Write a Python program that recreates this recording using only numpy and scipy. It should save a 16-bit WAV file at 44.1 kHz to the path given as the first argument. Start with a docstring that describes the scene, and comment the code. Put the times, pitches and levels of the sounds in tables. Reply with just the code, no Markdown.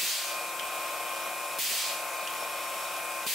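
"""A pneumatic braiding machine in a workshop: a motor drones and whines and air leaks all the way through.
It starts inside a burst of air (filtered noise) with a valve thump (short, low decaying tones).
Thin whistles (narrow noise) come and go; at 0.6 s a part clinks (click and ringing tones), then slides (noise).
At 1.6 s comes the next burst with two thumps, at 2.3 s two clinks and a slide, at 3.3 s a thump and burst.
A fast gain control pushes the drone down under every burst."""
import sys
import numpy as np
from scipy import signal
from scipy.fft import rfft, irfft
from scipy.io import wavfile
from scipy.ndimage import uniform_filter1d

SR = 44100
rng = np.random.default_rng(int(sys.argv[2]) if len(sys.argv) > 2 else 0)


def unload_wav(signal):
    """Save mono or channel-first audio to the path in sys.argv[1] as 16-bit WAV at rate SR, clipped to [-1, 1]."""
    wavfile.write(
        sys.argv[1],
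        SR,
        np.round(np.clip(np.atleast_2d(signal).T, -1, 1) * 32767).astype(np.int16),
    )


N = 147294


def amp(db):
    """Turn decibels into a plain gain."""
    return 10 ** (np.asarray(db) / 20)


def unit(x):
    """Scale a signal to an average (RMS) size of one."""
    return x / np.sqrt(np.mean(x ** 2) + 1e-20)


def read(points, hz):
    """Read a curve between its points, along a logarithmic pitch scale."""
    f, value = np.transpose(points)
    return np.interp(np.log(hz + 1), np.log(f + 1), value)


def clock():
    """Time of every sample in seconds."""
    return np.arange(N) / SR


def wander(rate_hz):
    """Smooth random motion of unit size; a higher rate moves faster."""
    f = np.fft.rfftfreq(N, 1 / SR)
    smooth = rfft(rng.standard_normal(N)) * np.exp(-(f / rate_hz) ** 2)
    return unit(irfft(smooth, N))


# How much louder the left channel is than the right: pitch_hz, difference_db
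LEFT_LEAN = [(40, -2), (150, 3.5), (600, 3.5), (1300, 3.5), (2800, .4), (15000, 0)]


def lean(hz):
    """Left and right gains at a frequency."""
    difference_db = read(LEFT_LEAN, hz)
    return amp(np.array([difference_db, -difference_db]) / 2)


# How alike the two channels are: pitch_hz, likeness (0 to 1, anything above counts as 1)
LIKENESS = [(40, 1.5), (130, 0.6), (600, 1), (1400, 1), (3100, 0.77), (6000, 0.56), (15000, 0.63)]
COMB_DB = 1.3  # size of the fixed fine colour above 2000 Hz, as from nearby reflections


def noise(spectrum, patch_db, peaks=()):
    """Stereo noise of unit size with a spectrum, resonances and small drifting patches."""
    frames, hz = N // 256 + 5, np.fft.rfftfreq(1024, 1 / SR)
    a, b, c, d, patches = rng.standard_normal((5, frames, len(hz)))
    patches = uniform_filter1d(patches, size=7, axis=0)  # smooth over time
    patches = unit(uniform_filter1d(patches, size=16, axis=1))  # smooth over pitch

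    same = np.clip(read(LIKENESS, hz), 0, 1)
    left = a + 1j * b
    right = same * left + np.sqrt(1 - same ** 2) * (c + 1j * d)
    z = np.array([left, right]) * lean(hz)[:, None]

    comb = uniform_filter1d(rng.standard_normal((2, 1, len(hz))), size=2)
    comb = COMB_DB * unit(comb) * (hz > 2000)
    lift = sum(db / (1 + ((hz - f) / width) ** 2) for f, width, db in peaks)
    z = z * amp(read(spectrum, hz) + lift + comb + patch_db * patches)
    sound = signal.istft(z.swapaxes(-1, -2), nperseg=1024, noverlap=768)[1]
    return unit(sound[:, :N])


def strike(start, t60, rise_s=0.00043):
    """Envelope of a blow: quick rise, exponential decay by 60 dB in t60 seconds."""
    age = np.maximum(clock() - start, 0)
    return np.minimum(age / rise_s, 1) * np.exp(-np.log(1000) * age / t60)


# Colour of the steady air leak: pitch_hz, relative_level_db
LEAK_COLOUR = [(50, -43), (300, -28), (1500, -8), (3000, 0), (4500, -1.5), (6300, -2), (8200, 1),
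               (9700, -2), (11200, -0.5), (13300, -4.5), (16000, -7)]
# Broad resonances of the leak: pitch_hz, half_width_hz, lift_db
LEAK_RESONANCES = [(5300, 500, 1), (11050, 300, 1.5), (14300, 280, 7)]
# Thin air whistles: start_s, end_s, pitch_hz, level_db
AIR_WHISTLES = [(.1, 1.58, 8160, -55.5), (.78, 1.28, 5330, -59.5), (2.05, 3.26, 8150, -55),
                (2.34, 2.98, 5405, -55)]
LEAK_DB, LEAK_PATCH_DB = -40, 1.0
SPIT_S, SPIT_DB, SPIT_T60_S = 2.963, -43, .05  # one tiny spit of air
WHISTLE_FADE_S, WHISTLE_WANDER_HZ, WHISTLE_WAVER_DB = .06, 60, 1


def leak():
    """Escaping air makes steady noise; narrow noise around one pitch makes each breathy whistle."""
    t = clock()
    level = amp(LEAK_DB) + amp(SPIT_DB) * strike(SPIT_S, SPIT_T60_S)
    out = level * noise(LEAK_COLOUR, LEAK_PATCH_DB, LEAK_RESONANCES)
    for start, end, hz, db in AIR_WHISTLES:
        gate = np.clip(np.minimum(t - start, end - t) / WHISTLE_FADE_S, 0, 1)
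        angle = 2 * np.pi * hz * t
        # two random strengths blur the pure tone into a narrow band of breath
        breath = wander(WHISTLE_WANDER_HZ) * np.sin(angle) + wander(WHISTLE_WANDER_HZ) * np.cos(angle)
        out += amp(db + WHISTLE_WAVER_DB * wander(7.4)) * gate * breath
    return out


# Strong partials of the motor: multiple_of_shaft_speed, level_db
STRONG_PARTIALS = [(6, -72), (10, -68.5), (11, -60.5), (12, -65.5), (16, -60), (17, -64.5), (18, -57.5),
                   (19, -53), (22, -54.5), (23, -58), (24, -53.5), (25, -67), (29, -51.5), (31, -57),
                   (36, -56.5), (37, -59), (39, -59), (41, -52.5), (46, -56), (48, -57.5), (51, -52.5),
                   (52, -58.5), (62, -60), (71, -58.5), (72, -55), (76, -61), (77, -56), (80, -46),
                   (82, -57), (84, -51), (85, -53), (86, -61), (99, -61), (108, -61)]
# Typical level of the weaker partials between them: pitch_hz, level_db
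WEAK_PARTIALS = [(60, -88), (120, -77), (150, -84), (240, -76), (420, -72), (600, -64.5), (900, -66.5),
                 (1400, -60.5), (1750, -77.5), (2300, -72.5), (2800, -69), (3250, -82), (3850, -68),
                 (4200, -92)]
# Colour of the mechanical rush: pitch_hz, relative_level_db
RUSH_COLOUR = [(25, -38), (58, -38), (90, -28), (150, -19.5), (220, -14.5), (310, -20.5), (450, -8.5),
               (570, 1), (680, 2.5), (800, -2), (950, -7.5), (1090, -3.5), (1280, -3.5), (1520, -8),
               (1800, -9.5), (2500, -4.5), (4000, -35), (16000, -53)]
MOTOR_HZ, MOTOR_DRIFT = 30.42, .0004  # shaft turns per second, drift as a share of that
PARTIAL_SCATTER_DB, PARTIAL_WAVER_DB = 2, 1.6
PARTIAL_SPREAD = 0.27  # phase difference between the channels, radians per kHz
# below this pitch the partials nearly line up into one knock a turn (scatter in radians)
KNOCK_TOP_HZ, KNOCK_LOOSE_RAD = 500, 0.83
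RUSH_DB, RUSH_THROB_DB, RUSH_PATCH_DB = -42, 1, 2.04


def motor():
    """A turning shaft gives a comb of partials, with a soft knock and a throb of the rush once a turn."""
    angle = 2 * np.pi * np.cumsum(MOTOR_HZ * (1 + MOTOR_DRIFT * wander(3.0))) / SR
    strong = {round(k): db for k, db in STRONG_PARTIALS}
    waver = wander(3.8)
    out = np.zeros((2, N))
    for k in range(3, 132):
        hz = k * MOTOR_HZ
        scatter, spread, loose = rng.standard_normal(3)
        phase = loose * (KNOCK_LOOSE_RAD if hz < KNOCK_TOP_HZ else np.pi)
        weak_db = read(WEAK_PARTIALS, hz) + PARTIAL_SCATTER_DB * np.tanh(scatter)
        db = strong.get(k, weak_db)
        offset = np.array([[0], [PARTIAL_SPREAD * spread * hz / 1000]])
        own_waver = np.roll(waver, rng.integers(N))  # each partial wavers at its own time
        size = np.sqrt(2) * amp(db + PARTIAL_WAVER_DB * own_waver)
        out += lean(hz)[:, None] * size * np.sin(k * angle + phase + offset)
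    rush_level = amp(RUSH_DB + RUSH_THROB_DB * np.cos(angle))
    return out + rush_level * noise(RUSH_COLOUR, RUSH_PATCH_DB)


# The whine gently rises and falls, before its quick waver: time_s, level_db
WHINE_LEVELS = [(0, -42), (.45, -43.5), (.7, -42), (1.5, -42), (2.05, -43), (2.35, -42), (3.3, -41.5)]
WHINE_HZ, WHINE_DRIFT = 1054, 0.00075  # drift as a share of the pitch
WHINE_WAVER_DB, WHINE_FLUTTER_RAD = 1.13, 0.085


def whine():
    """The drive gives one strong tone whose pitch and level flutter slightly."""
    angle = 2 * np.pi * np.cumsum(WHINE_HZ * (1 + WHINE_DRIFT * wander(12.0))) / SR
    level_db = np.interp(clock(), *np.transpose(WHINE_LEVELS)) + WHINE_WAVER_DB * wander(34)
    tone = np.sin(angle + WHINE_FLUTTER_RAD * wander(47)) * amp(level_db)
    return np.sqrt(2) * lean(WHINE_HZ)[:, None] * tone


# Times when a part slides after a clink: start_s, end_s, level_db of the rubbing
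SLIDE_TIMES = [(0.624, 1.33, -43), (2.29, 3.002, -44.5)]
# Colour of the rubbing: pitch_hz, relative_level_db
SLIDE_COLOUR = [(60, -28), (400, -10), (700, 3), (900, -4), (1120, -1.5), (1450, -6), (1800, -12),
                (3200, -4), (4500, -16.5), (14000, -15.5)]
SLIDE_FADE_S, SLIDE_PATCH_DB = 0.0087, -0.5
SING_HZ, SING_DB, SING_WAVER_HZ = 1084, -2, 14  # tone of the part; its level is against the rubbing


def slides():
    """A travelling part rubs with soft, grainy noise; it sings faintly and beats against the whine."""
    t = clock()
    level = sum(amp(db) * np.clip(np.minimum(t - start, end - t) / SLIDE_FADE_S, 0, 1)
                for start, end, db in SLIDE_TIMES)
    tone = np.sin(2 * np.pi * SING_HZ * t + wander(SING_WAVER_HZ))
    sing = lean(SING_HZ)[:, None] * amp(SING_DB) * tone
    return level * (noise(SLIDE_COLOUR, SLIDE_PATCH_DB) + sing)


# Metal clinks: start_s, base_level_db, click_pitch_hz, click_overtone_db
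CLINK_EVENTS = [(.597, -37, 3120, -14), (2.2753, -37, 2870, -10), (2.339, -49, 2750, -12)]
# Ringing tones of the part: pitch_hz, level_db against the base, t60_s
CLINK_TONES = [(2800, -6, .14), (3020, -2, .17), (3230, -3, .2), (3520, -10, .16), (4540, -11, .1),
               (5850, -11, .09)]
# Colour of the grit in the click: pitch_hz, relative_level_db
CLICK_COLOUR = [(500, -33), (2000, -5), (3000, 0), (4500, -1), (5900, -6), (7500, -10), (16000, -24)]
CLICK_DB, CLICK_S, GRIT_DB = 9.5, .002, -5  # click against the base, time constant, grit in the click


def clinks():
    """A small steel part scrapes home with a sharp click, then rings briefly in several decaying tones."""
    t = clock()
    grit = noise(CLICK_COLOUR, 0)
    out = np.zeros((2, N))
    for start, db, click_hz, overtone_db in CLINK_EVENTS:
        angle = 2 * np.pi * click_hz * (t - start)
        click = np.cos(angle) + amp(overtone_db) * np.cos(2 * angle) + amp(GRIT_DB) * grit
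        # the click swells into its start time and fades just as fast
        out += amp(db + CLICK_DB) * np.exp(-abs(t - start) / CLICK_S) * click
        for hz, tone_db, t60 in CLINK_TONES:
            phase = rng.uniform(0, 2 * np.pi) + .5 * rng.standard_normal((2, 1)) + 0.68 * wander(90)
            out += amp(db + tone_db) * strike(start, t60) * np.sin(2 * np.pi * hz * t + phase)
    return out


# Valve thumps: start_s, base_level_db
THUMP_EVENTS = [(0.031, -31), (1.588, -35), (1.712, -36), (3.2659, -35)]
# Tones of the machine body that they shake: pitch_hz, level_db against the base, t60_s
BODY_TONES = [(173, -3, 0.045), (260, 0.5, 0.012), (375, 0, 0.049), (564, -22, 0.09)]
# Colour of the puff of air with each thump: pitch_hz, relative_level_db
PUFF_COLOUR = [(30, -10), (100, -7), (200, 2), (400, -4), (900, -16), (3000, -40)]
THUMP_LOW_HZ = 90  # the body gives out little below this
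PUFF_DB, PUFF_RISE_S, PUFF_T60_S = -5, 0.0022, 0.11  # puff level is against the base


def thumps():
    """Valves knock dull, short tones out of the machine's body, each blurred by a low puff of air."""
    t = clock()
    knocks, puffs = np.zeros((2, N)), np.zeros(N)
    for start, db in THUMP_EVENTS:
        for hz, tone_db, t60 in BODY_TONES:
            tone = strike(start, t60) * np.cos(2 * np.pi * hz * (t - start))
            knocks += lean(hz)[:, None] * amp(db + tone_db) * tone
        puffs += amp(db + PUFF_DB) * strike(start, PUFF_T60_S, rise_s=PUFF_RISE_S)
    low_cut = signal.butter(2, THUMP_LOW_HZ, "high", fs=SR, output="sos")
    return signal.sosfilt(low_cut, knocks) + puffs * noise(PUFF_COLOUR, 0)


# Air bursts: start_s (below zero: already under way), level_db before the sag
BURST_EVENTS = [(-.095, -11), (1.584, -15.5), (3.263, -17.5)]
# Colour of the jet at full pressure: pitch_hz, relative_level_db
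FULL_JET_COLOUR = [(30, -33), (200, -14), (600, -8), (1400, -14), (2400, 3), (3400, -0.5), (5700, -3.5),
                   (7000, -1.5), (8400, -0.5), (11000, -2), (16000, -0.5)]
# Colour of the jet as it runs out: pitch_hz, relative_level_db
LOW_JET_COLOUR = [(30, -29), (200, -48), (600, -11.5), (1400, -7.5), (2400, -2), (4000, 0), (5700, -2.5),
                  (8000, -3), (11000, -9), (16000, -10.5)]
# Resonances of the exhaust port: pitch_hz, half_width_hz, lift_db
PORT_RESONANCES = [(3250, 250, 1.5), (4700, 280, 2.8)]
ATTACK_S, OPEN_S, SAG_DB_PER_S, RELEASE_DB_PER_S = 0.016, 0.21, 26, 109.5
DARKEN_S, JET_PATCH_DB = .27, 0.76
LINGER_DB, LINGER_DB_PER_S = 11, 52.5  # bright hiss left in the hall: dB under the burst, fall


def exhaust():
    """A jet opens abruptly, sags while the valve is open, then darkens and dies into a lingering hiss."""
    full = noise(FULL_JET_COLOUR, JET_PATCH_DB, PORT_RESONANCES)
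    low = noise(LOW_JET_COLOUR, JET_PATCH_DB, PORT_RESONANCES)
    hall = noise(FULL_JET_COLOUR, JET_PATCH_DB, PORT_RESONANCES)
    out = np.zeros((2, N))
    for start, db in BURST_EVENTS:
        age = np.maximum(clock() - start, 0)
        sag_db = SAG_DB_PER_S * np.minimum(age, OPEN_S)
        release_db = RELEASE_DB_PER_S * np.maximum(age - OPEN_S, 0)
        dark = np.minimum(age / DARKEN_S, 1)  # cross-fades from the full to the low jet
        jet = amp(-sag_db - release_db) * (np.sqrt(1 - dark) * full + np.sqrt(dark) * low)
        linger = amp(-LINGER_DB - LINGER_DB_PER_S * age) * hall
        out += amp(db) * np.minimum(age / ATTACK_S, 1) * (jet + linger)
    return out


def scene():
    """Add up all the sources, from the background to the bursts."""
    return leak() + motor() + whine() + slides() + clinks() + thumps() + exhaust()


LIMIT_DB, LIMIT_SHARE = -29, 0.9  # this share of any level above the limit is taken away
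RECOVER_DB_PER_S, DETECT_S, LOOK_AHEAD_S = 78, 0.002, 0.002
EDGE_HZ = 15770  # top of the sound band


def record(dry):
    """Fast gain control holds the bursts down and recovers steadily; then the treble is cut off."""
    power = (dry ** 2).mean(0)
    keep = np.exp(-1 / (DETECT_S * SR))
    smooth = signal.lfilter([1 - keep], [1, -keep], power, zi=[power[:256].mean()])[0]
    # hold each peak, then let it fall at a steady rate
    fall_db = RECOVER_DB_PER_S * clock()
    held_db = np.maximum.accumulate(10 * np.log10(smooth + 1e-12) + fall_db) - fall_db
    held_db = np.interp(clock() + LOOK_AHEAD_S, clock(), held_db)
    ducked = dry * amp(-LIMIT_SHARE * np.maximum(held_db - LIMIT_DB, 0))
    treble_cut = signal.firwin(1501, EDGE_HZ, window=("kaiser", 9), fs=SR)
    return signal.oaconvolve(ducked, treble_cut[None], "same")


dry = scene()
out = record(dry)
unload_wav(out)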